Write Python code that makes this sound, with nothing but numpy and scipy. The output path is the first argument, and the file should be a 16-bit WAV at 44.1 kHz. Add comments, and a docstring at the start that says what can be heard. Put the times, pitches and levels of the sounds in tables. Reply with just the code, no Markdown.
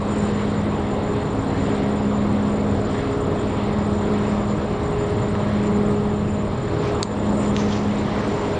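"""A broad roar of exhaust and moving air, heard from the open deck of a drilling platform at sea.
Two big blowers run at almost the same speed, so their hum swells and fades about every two seconds.
The hiss of the roar surges unevenly; diesel and pump lines hum below it, turbochargers whine above.
Right at the microphone a hand on the camera clicks its case once midway; clicks and rubs follow late.
Each source is built from noise bands, sine lines or struck resonances; a limiter follows them."""
import sys
import numpy as np
from scipy import signal
from scipy.io import wavfile

SR = 44100
rng = np.random.default_rng(int(sys.argv[2]) if len(sys.argv) > 2 else 0)


def generate_wav(sig):
    """Save sig (samples, or channels by samples) to the path in sys.argv[1] as 16-bit PCM at SR."""
    pcm = np.round(np.clip(np.atleast_2d(sig).T, -1, 1) * 32767).astype(np.int16)
    wavfile.write(sys.argv[1], SR, pcm)


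N = 378819
TIME = np.arange(N) / SR
CUTOFF_HZ = 8600  # top of the microphone's band

# The camera swings out from behind steelwork to face the open sea: (start [s], end [s])
SWING_S = (0.26, 5)
# It then tilts up to the sky: (start [s], end [s]), with the level changes this brings [dB]
TILT_S = (6.9, 8.7)
TILT_BASS_DB, TILT_RUSH_DB, TILT_TREBLE_DB = -3, 0.1, 2.5
# The microphone is briefly shielded: middle [s], half length [s], treble change [dB]
SHIELD_AT_S, SHIELD_S, SHIELD_DB = 6.28, .36, -2

# Spectrum of the air and exhaust on deck: (frequency [Hz], relative level per Hz [dB])
ROAR_SPECTRUM = [(20, -15), (30, -8.5), (40, -2), (72, -2.5), (110, 5), (185, 4), (240, 0), (315, 0.5),
                 (380, -2), (500, -3.5), (800, -8.5), (1150, -9.5), (1500, -18.5), (2050, -20), (2600, -26),
                 (3700, -26), (4400, -31), (5200, -38.5), (6200, -41), (8000, -82)]
# Chance unevenness of the low rumble's noise: (middle [s], half length [s], change [dB])
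RUMBLE_UNEVENNESS = [(1.33, .3, 2.5), (3.25, 0.072, 3), (4.9, 0.064, 1), (8.3, 0.2, -2.5)]
# Level of the middle rush at the moving camera: (time [s], level [dB])
RUSH_LEVEL = [(0, 0), (1.85, .5), (2.05, 0.2), (2.3, -0.1), (4.2, 0.7), (4.4, -0.2), (5.8, 0), (6.25, -2.6),
              (6.65, -1.5), (6.95, 1.4), (7.4, 1.2), (7.7, -.5), (7.95, 0), (8.15, 1), (8.6, 1)]
# Surges of the hiss, unevenly spaced: (crest [s], half length [s], rise [dB])
HISS_SURGES = [(.33, 0.21, 3), (1.68, .16, 3), (2.97, 0.11, 3.5), (3.6, 0.18, 1.7), (4.24, 0.15, 3),
               (5.1, .12, 1.8), (5.57, 0.12, 2.4), (6.87, .18, 2), (8.2, 0.069, 2.5)]
# Base levels of the roar's lows, middle and highs [dB]
RUMBLE_DB, RUSH_DB, HISS_DB = -25.5, -23.5, -24.5


def roar(flutter_db=1.4, rush_flutter_db=0.94, hidden_rumble_db=-4.0):
    """Turbulent air and exhaust: noise bands follow a rumble, a rush and a surging hiss."""
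    tilt = ramp(TILT_S)
    hidden = 1 - ramp(SWING_S)
    rumble_db = RUMBLE_DB + TILT_BASS_DB * tilt + hidden_rumble_db * hidden + bumps(RUMBLE_UNEVENNESS)
    rush_db = RUSH_DB + TILT_RUSH_DB * tilt + in_time(RUSH_LEVEL)[0]
    hiss_db = HISS_DB + TILT_TREBLE_DB * tilt + shielding_db() + bumps(HISS_SURGES)
    centres, bands = noise_bands(ROAR_SPECTRUM, count=36)
    out = np.zeros(N)
    for hz, band in zip(centres, bands):
        # share of each range in this band
        low = np.interp(np.log(hz), np.log([140, 330]), [1, 0])
        high = np.interp(np.log(hz), np.log([1100, 1800]), [0, 1])
        middle = 1 - low - high
        level_db = low * rumble_db + middle * rush_db + high * hiss_db
        unrest_db = middle * rush_flutter_db + (low + high) * flutter_db
        out += band * from_db(level_db + unrest_db * drift(10.6))
    return out


BLADE_HZ = 206.55  # mean blade rate of the first blower
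# Lead of the second blower, in step at whole numbers: (time [s], lead [blades])
BLOWER_LEAD = [(0, -.12), (1.3, .5), (3.19, 1.5), (4.97, 2.5), (5.35, 2.67), (5.8, 3.0), (6.7, 3.5),
               (7.0, 3.6), (7.5, 3.97), (8.1, 4.3), (8.4, 4.39), (8.6, 4.37)]
# Blower harmonics from the first up: (first blower [dB], second blower [dB],
# change of the first behind steelwork [dB], of the second [dB], waver [dB])
BLOWER_HARMONICS = [(-28.4, -29.1, 0, -6, .4), (-31.8, -36.3, 0, -22, .6), (-39.2, -53, -7, -7, 1.0)]
# Hum reaching the moving camera, harmonics one and three: (time [s], level [dB])
HUM_LEVEL = [(0, .6), (.7, .4), (1.8, 1.8), (2.3, 2), (2.8, 1.4), (3.3, -.5), (3.7, 1.8), (4.2, -.9),
             (4.7, 0), (5.8, .7), (6.5, -.5), (7.5, .5), (8.6, -1.5)]
# The hum's octave, which carries unevenly to the moving camera: (time [s], level [dB])
OCTAVE_LEVEL = [(0, -5), (.35, -2), (.63, -9), (1.1, 4), (1.47, -6), (1.8, 3), (2.1, -2), (2.35, -14),
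                (2.55, -.5), (2.85, -1), (3.15, 3), (3.45, 1), (3.62, -3.5), (3.95, 2.5), (4.25, 0),
                (4.45, -4.5), (4.7, -.5), (5.1, 1.2), (5.45, -1), (6.0, 2.2), (6.25, 4), (6.5, -5),
                (6.95, 3), (7.35, -6), (7.7, -1), (8.0, -9), (8.45, 2), (8.6, 1)]


def blowers():
    """Two blade tones slide in and out of step; harmonic k beats k times as fast."""
    first = BLADE_HZ * TIME + .03 * drift(.8)
    second = first + in_time(BLOWER_LEAD)[0]
    hidden = 1 - ramp(SWING_S)
    out = np.zeros(N)
    for k, harmonic in enumerate(BLOWER_HARMONICS, 1):
        first_db, second_db, first_hidden_db, second_hidden_db, waver_db = harmonic
        start = rng.random()
        path_db = in_time(OCTAVE_LEVEL if k == 2 else HUM_LEVEL)[0]
        first_level_db = first_db + first_hidden_db * hidden + path_db
        second_level_db = second_db + second_hidden_db * hidden + path_db
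        out += tone(k * first + start, first_level_db, waver_db)
        out += tone(k * second + start, second_level_db, waver_db)
    return out


# Clicks right at the microphone: (time [s], peak level [dB], most excited frequency [Hz],
# spread [octaves], rebound [+1 a second push, -1 a snap back], crunch [0-1])
CASE_CLICKS = [(5.3522, -15.5, 1400, .8, .4, .03), (7.0292, -4.6, 5100, 1.2, -1, .13),
               (7.5648, -12, 2400, 1.05, 1, .02), (7.7535, -23, 2100, .8, 0, .1)]
# Modes of the camera case: (frequency [Hz], relative level [dB], decay by 60 dB [s])
CASE_MODES = [(1000, 6, .007), (1850, 3, .006), (2850, -2, .004), (3750, 2, .005), (4600, 2, .005),
              (6400, 3.5, .006), (7200, 0, .004), (8000, -2, .004)]


def case_clicks(rebound_s=.00034, crunch_s=.0012, tail=.018, tail_s=.012):
    """A contact, rebound and crunch ring the plastic case's modes; a faint noisy tail follows."""
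    out = np.zeros(N)
    t = TIME[:SR // 20]
    for at_s, peak_db, centre_hz, octaves, rebound, crunch in CASE_CLICKS:
        roughness = crunch * np.exp(-t / crunch_s) + tail * np.exp(-t / tail_s)
        push = rng.standard_normal(len(t)) * roughness
        push[[0, round(rebound_s * SR)]] += [1, rebound]
        # a soft contact holds back the treble
        soft_hz = min(centre_hz * 2 ** octaves, .4 * SR)
        push = signal.sosfilt(signal.butter(2, soft_hz, fs=SR, output="sos"), push)
        click = np.zeros(len(t))
        for k, (hz, db, t60) in enumerate(CASE_MODES):
            share = np.exp(-.5 * (np.log2(hz / centre_hz) / octaves) ** 2)
            width_hz = np.log(1000) / (np.pi * t60)
            click += (-1) ** k * share * from_db(db) * resonance(push, hz, width_hz)
        at = round(at_s * SR)
        out[at:at + len(t)] += from_db(peak_db) * click / np.abs(click).max()
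    return out


# Fingers sliding on the case: (middle [s], half length [s], friction level [dB],
# ring frequency [Hz], ring over friction [dB])
FINGER_RUBS = [(6.87, .07, -43, 2300, -2), (7.45, .06, -47, 3000, -1), (7.60, .05, -43.5, 6300, -3),
               (7.7, .2, -44, 6000, -10), (7.725, .025, -48.5, 3300, 9), (7.76, .035, -45.5, 2000, 1),
               (8.25, .55, -46.5, 2000, -3)]
# Spectrum of the friction: (frequency [Hz], relative level per Hz [dB])
RUB_SPECTRUM = [(800, -13.5), (1800, 11.5), (3300, 7), (4800, 7.5), (6200, 4.5), (8000, -30.5)]


def finger_rubs(grain_db=1.2, ring_width_hz=310):
    """Skin catches and slips on the case in grainy strokes, each with a ring of its own."""
    friction = noise_bands(RUB_SPECTRUM, count=8)[1].sum(axis=0)
    grain = rms_one(from_db(grain_db * drift(120)))
    out = np.zeros(N)
    for at_s, half_s, db, ring_hz, ring_db in FINGER_RUBS:
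        ring = rms_one(resonance(rng.standard_normal(N), ring_hz, ring_width_hz))
        out += from_db(db) * bump(at_s, half_s) ** 2 * (friction + from_db(ring_db) * ring)
    return out * grain


CYCLE_HZ = 7.494  # four-stroke cycle
# Diesel lines as multiples of the four-stroke cycle: (order)
DIESEL_ORDERS = [4, 7, 8, 9, 10, 11, 12, 14, 17, 19]
# Their levels before the tilt, in the same order: (level [dB])
DIESEL_LEVELS = [-43.5, -48, -54, -41, -48, -47.5, -42.5, -33.5, -45.5, -51]
DRONE_ORDER = 36  # strong upper line
# Level of that upper line: (time [s], level [dB])
DRONE_LEVEL = [(0, -36), (.9, -35.5), (1.6, -30), (3.1, -33), (4.0, -40.5), (6.8, -49), (7.4, -32.5),
               (8.6, -42)]


def diesels():
    """Governed engines sound multiples of their firing cycle."""
    cycles = CYCLE_HZ * TIME + 0.0017 * drift(0.7)
    tilt_db = TILT_BASS_DB * ramp(TILT_S)
    out = tone(DRONE_ORDER * cycles, in_time(DRONE_LEVEL)[0], waver_db=0.0)
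    for order, db in zip(DIESEL_ORDERS, DIESEL_LEVELS):
        out += tone(order * cycles + rng.random(), db + tilt_db, waver_db=1.2)
    return out


# Pumps and motors in the engine room: (frequency [Hz], level before the tilt [dB])
PUMP_LINES = [(45.8, -45.5), (84.9, -37.5), (121.1, -45.5), (127.4, -44.5), (135.8, -44.5), (160.5, -38),
              (186.5, -46.5), (233, -47), (327.5, -45), (474, -42.5), (539, -52), (802, -52.5), (889, -55),
              (1301, -56.5)]


def pumps():
    """Each motor in the engine room hums at a speed of its own."""
    tilt_db = TILT_BASS_DB * ramp(TILT_S)
    out = np.zeros(N)
    for hz, db in PUMP_LINES:
        turns = hz * TIME + rng.random() + 0.099 * drift(0.56)
        out += tone(turns, db + tilt_db, waver_db=2.0)
    return out


# Turbocharger whistles: (frequency [Hz], width of each resonance pass [Hz], relative level [dB])
WHISTLES = [(5500, 90, -15), (7138, 45, 0), (7120, 173, -4), (8110, 130, -3.5)]
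# Brief changes of the whine: (crest [s], half length [s], change [dB])
WHINE_CHANGES = [(.22, 0.12, 5), (3.2, 0.057, -0.5), (3.9, 0.07, 2), (5.93, 0.056, 2), (7.42, 0.13, 7.5)]
WHINE_DB = -54.8  # base level


def turbochargers(flicker_db=1.0, sway_db=0.5):
    """Thin, unsteady blade whistles: noise passed twice through narrow resonances."""
    whistles = np.zeros(N)
    for hz, width_hz, db in WHISTLES:
        once = resonance(rng.standard_normal(N), hz, width_hz)
        whistles += from_db(db) * rms_one(resonance(once, hz, width_hz))
    level_db = WHINE_DB + shielding_db() + bumps(WHINE_CHANGES)
    return whistles * from_db(level_db + flicker_db * drift(9.8) + sway_db * drift(4.1))


def tone(turns, level_db, waver_db):
    """A machine line of about the given rms level, wavering in the moving air."""
    gain = from_db(level_db + waver_db * drift(3.4))
    return np.sqrt(2) * gain * np.sin(2 * np.pi * turns)


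def noise_bands(spectrum, count):
    """Centres and bands of noise that follow a spectrum; together they have rms 1."""
    hz, db = np.transpose(spectrum)
    edges = np.geomspace(hz[0], CUTOFF_HZ, count + 1)
    centres = np.sqrt(edges[1:] * edges[:-1])
    gains = from_db(np.interp(np.log(centres), np.log(hz), db))
    # neighbouring bands take turns between two noises
    white = rng.standard_normal((2, N))
    bands = np.zeros((count, N))
    for k in range(count):
        band_pass = signal.butter(3, edges[k:k + 2], "band", fs=SR, output="sos")
        bands[k] = gains[k] * signal.sosfilt(band_pass, white[k % 2])
    return centres, bands / bands.sum(axis=0).std()


def resonance(x, hz, width_hz):
    """Two-pole resonance with a gain of about 1 on top."""
    r = np.exp(-np.pi * width_hz / SR)
    zeros = np.array([1, 0, -1]) * (1 - r * r) / 2
    poles = [1, -2 * r * np.cos(2 * np.pi * hz / SR), r * r]
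    return signal.lfilter(zeros, poles, x + 1e-18)


def drift(rate_hz):
    """Smoothed noise of rms 1 that changes about rate_hz times a second."""
    step = 40  # samples between drawn values
    r = np.exp(-2 * np.pi * rate_hz * step / SR)
    settle = 4000
    white = rng.standard_normal(N // step + settle + 2)
    slow = signal.lfilter([1], [1, -2 * r, r * r], white)[settle:]
    return np.interp(np.arange(N) / step, np.arange(len(slow)), rms_one(slow))


def ramp(span_s):
    """A camera move: 0 before it, 1 after it."""
    return np.interp(TIME, span_s, [0, 1])


def bump(at_s, half_s):
    """A smooth rise and fall of height 1."""
    return np.exp(-((TIME - at_s) / half_s) ** 2)


def bumps(rows):
    """A table of brief smooth changes as a level in dB."""
    return sum(db * bump(at_s, half_s) for at_s, half_s, db in rows)


def shielding_db():
    """The smooth treble dip while the microphone is shielded."""
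    return SHIELD_DB * bump(SHIELD_AT_S, SHIELD_S)


def in_time(rows):
    """The columns of a curve, one value per sample."""
    at_s, *columns = np.transpose(rows)
    return [np.interp(TIME, at_s, column) for column in columns]


def from_db(db):
    """Decibels to gain."""
    return np.exp(np.asarray(db) * np.log(10) / 20)


def rms_one(x):
    """Scale to unit rms."""
    return x / np.sqrt(np.mean(x ** 2) + 1e-20)


def limiter(x, top_db=-8.3, release_db_per_s=22, attack_s=.001):
    """A peak over the top ducks the gain, which then creeps back."""
    over_db = np.maximum(20 * np.log10(np.abs(x) + 1e-9) - top_db, 0)
    recovery_db = release_db_per_s * TIME
    held_db = np.maximum.accumulate(over_db + recovery_db, axis=-1) - recovery_db
    r = np.exp(-1 / (attack_s * SR))
    return x * from_db(-signal.lfilter([1 - r], [1, -r], held_db))


def overload(x, top=.48):
    """The input stage flattens the very highest peaks."""
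    return x / (1 + (x / top) ** 10) ** .1


def scene():
    """The platform's machines across the deck, and the hand at the microphone."""
    air = roar() + blowers()
    hand = case_clicks() + finger_rubs()
    machines = diesels() + pumps() + turbochargers()
    return (air + hand + machines)[None]


def record(dry):
    """A small camera microphone with a limiter, an input stage and a narrow band."""
    low_pass = signal.firwin(201, CUTOFF_HZ, window="blackman", fs=SR)
    return signal.fftconvolve(overload(limiter(dry)), low_pass[None], "same")


dry = scene()
out = record(dry)
generate_wav(out)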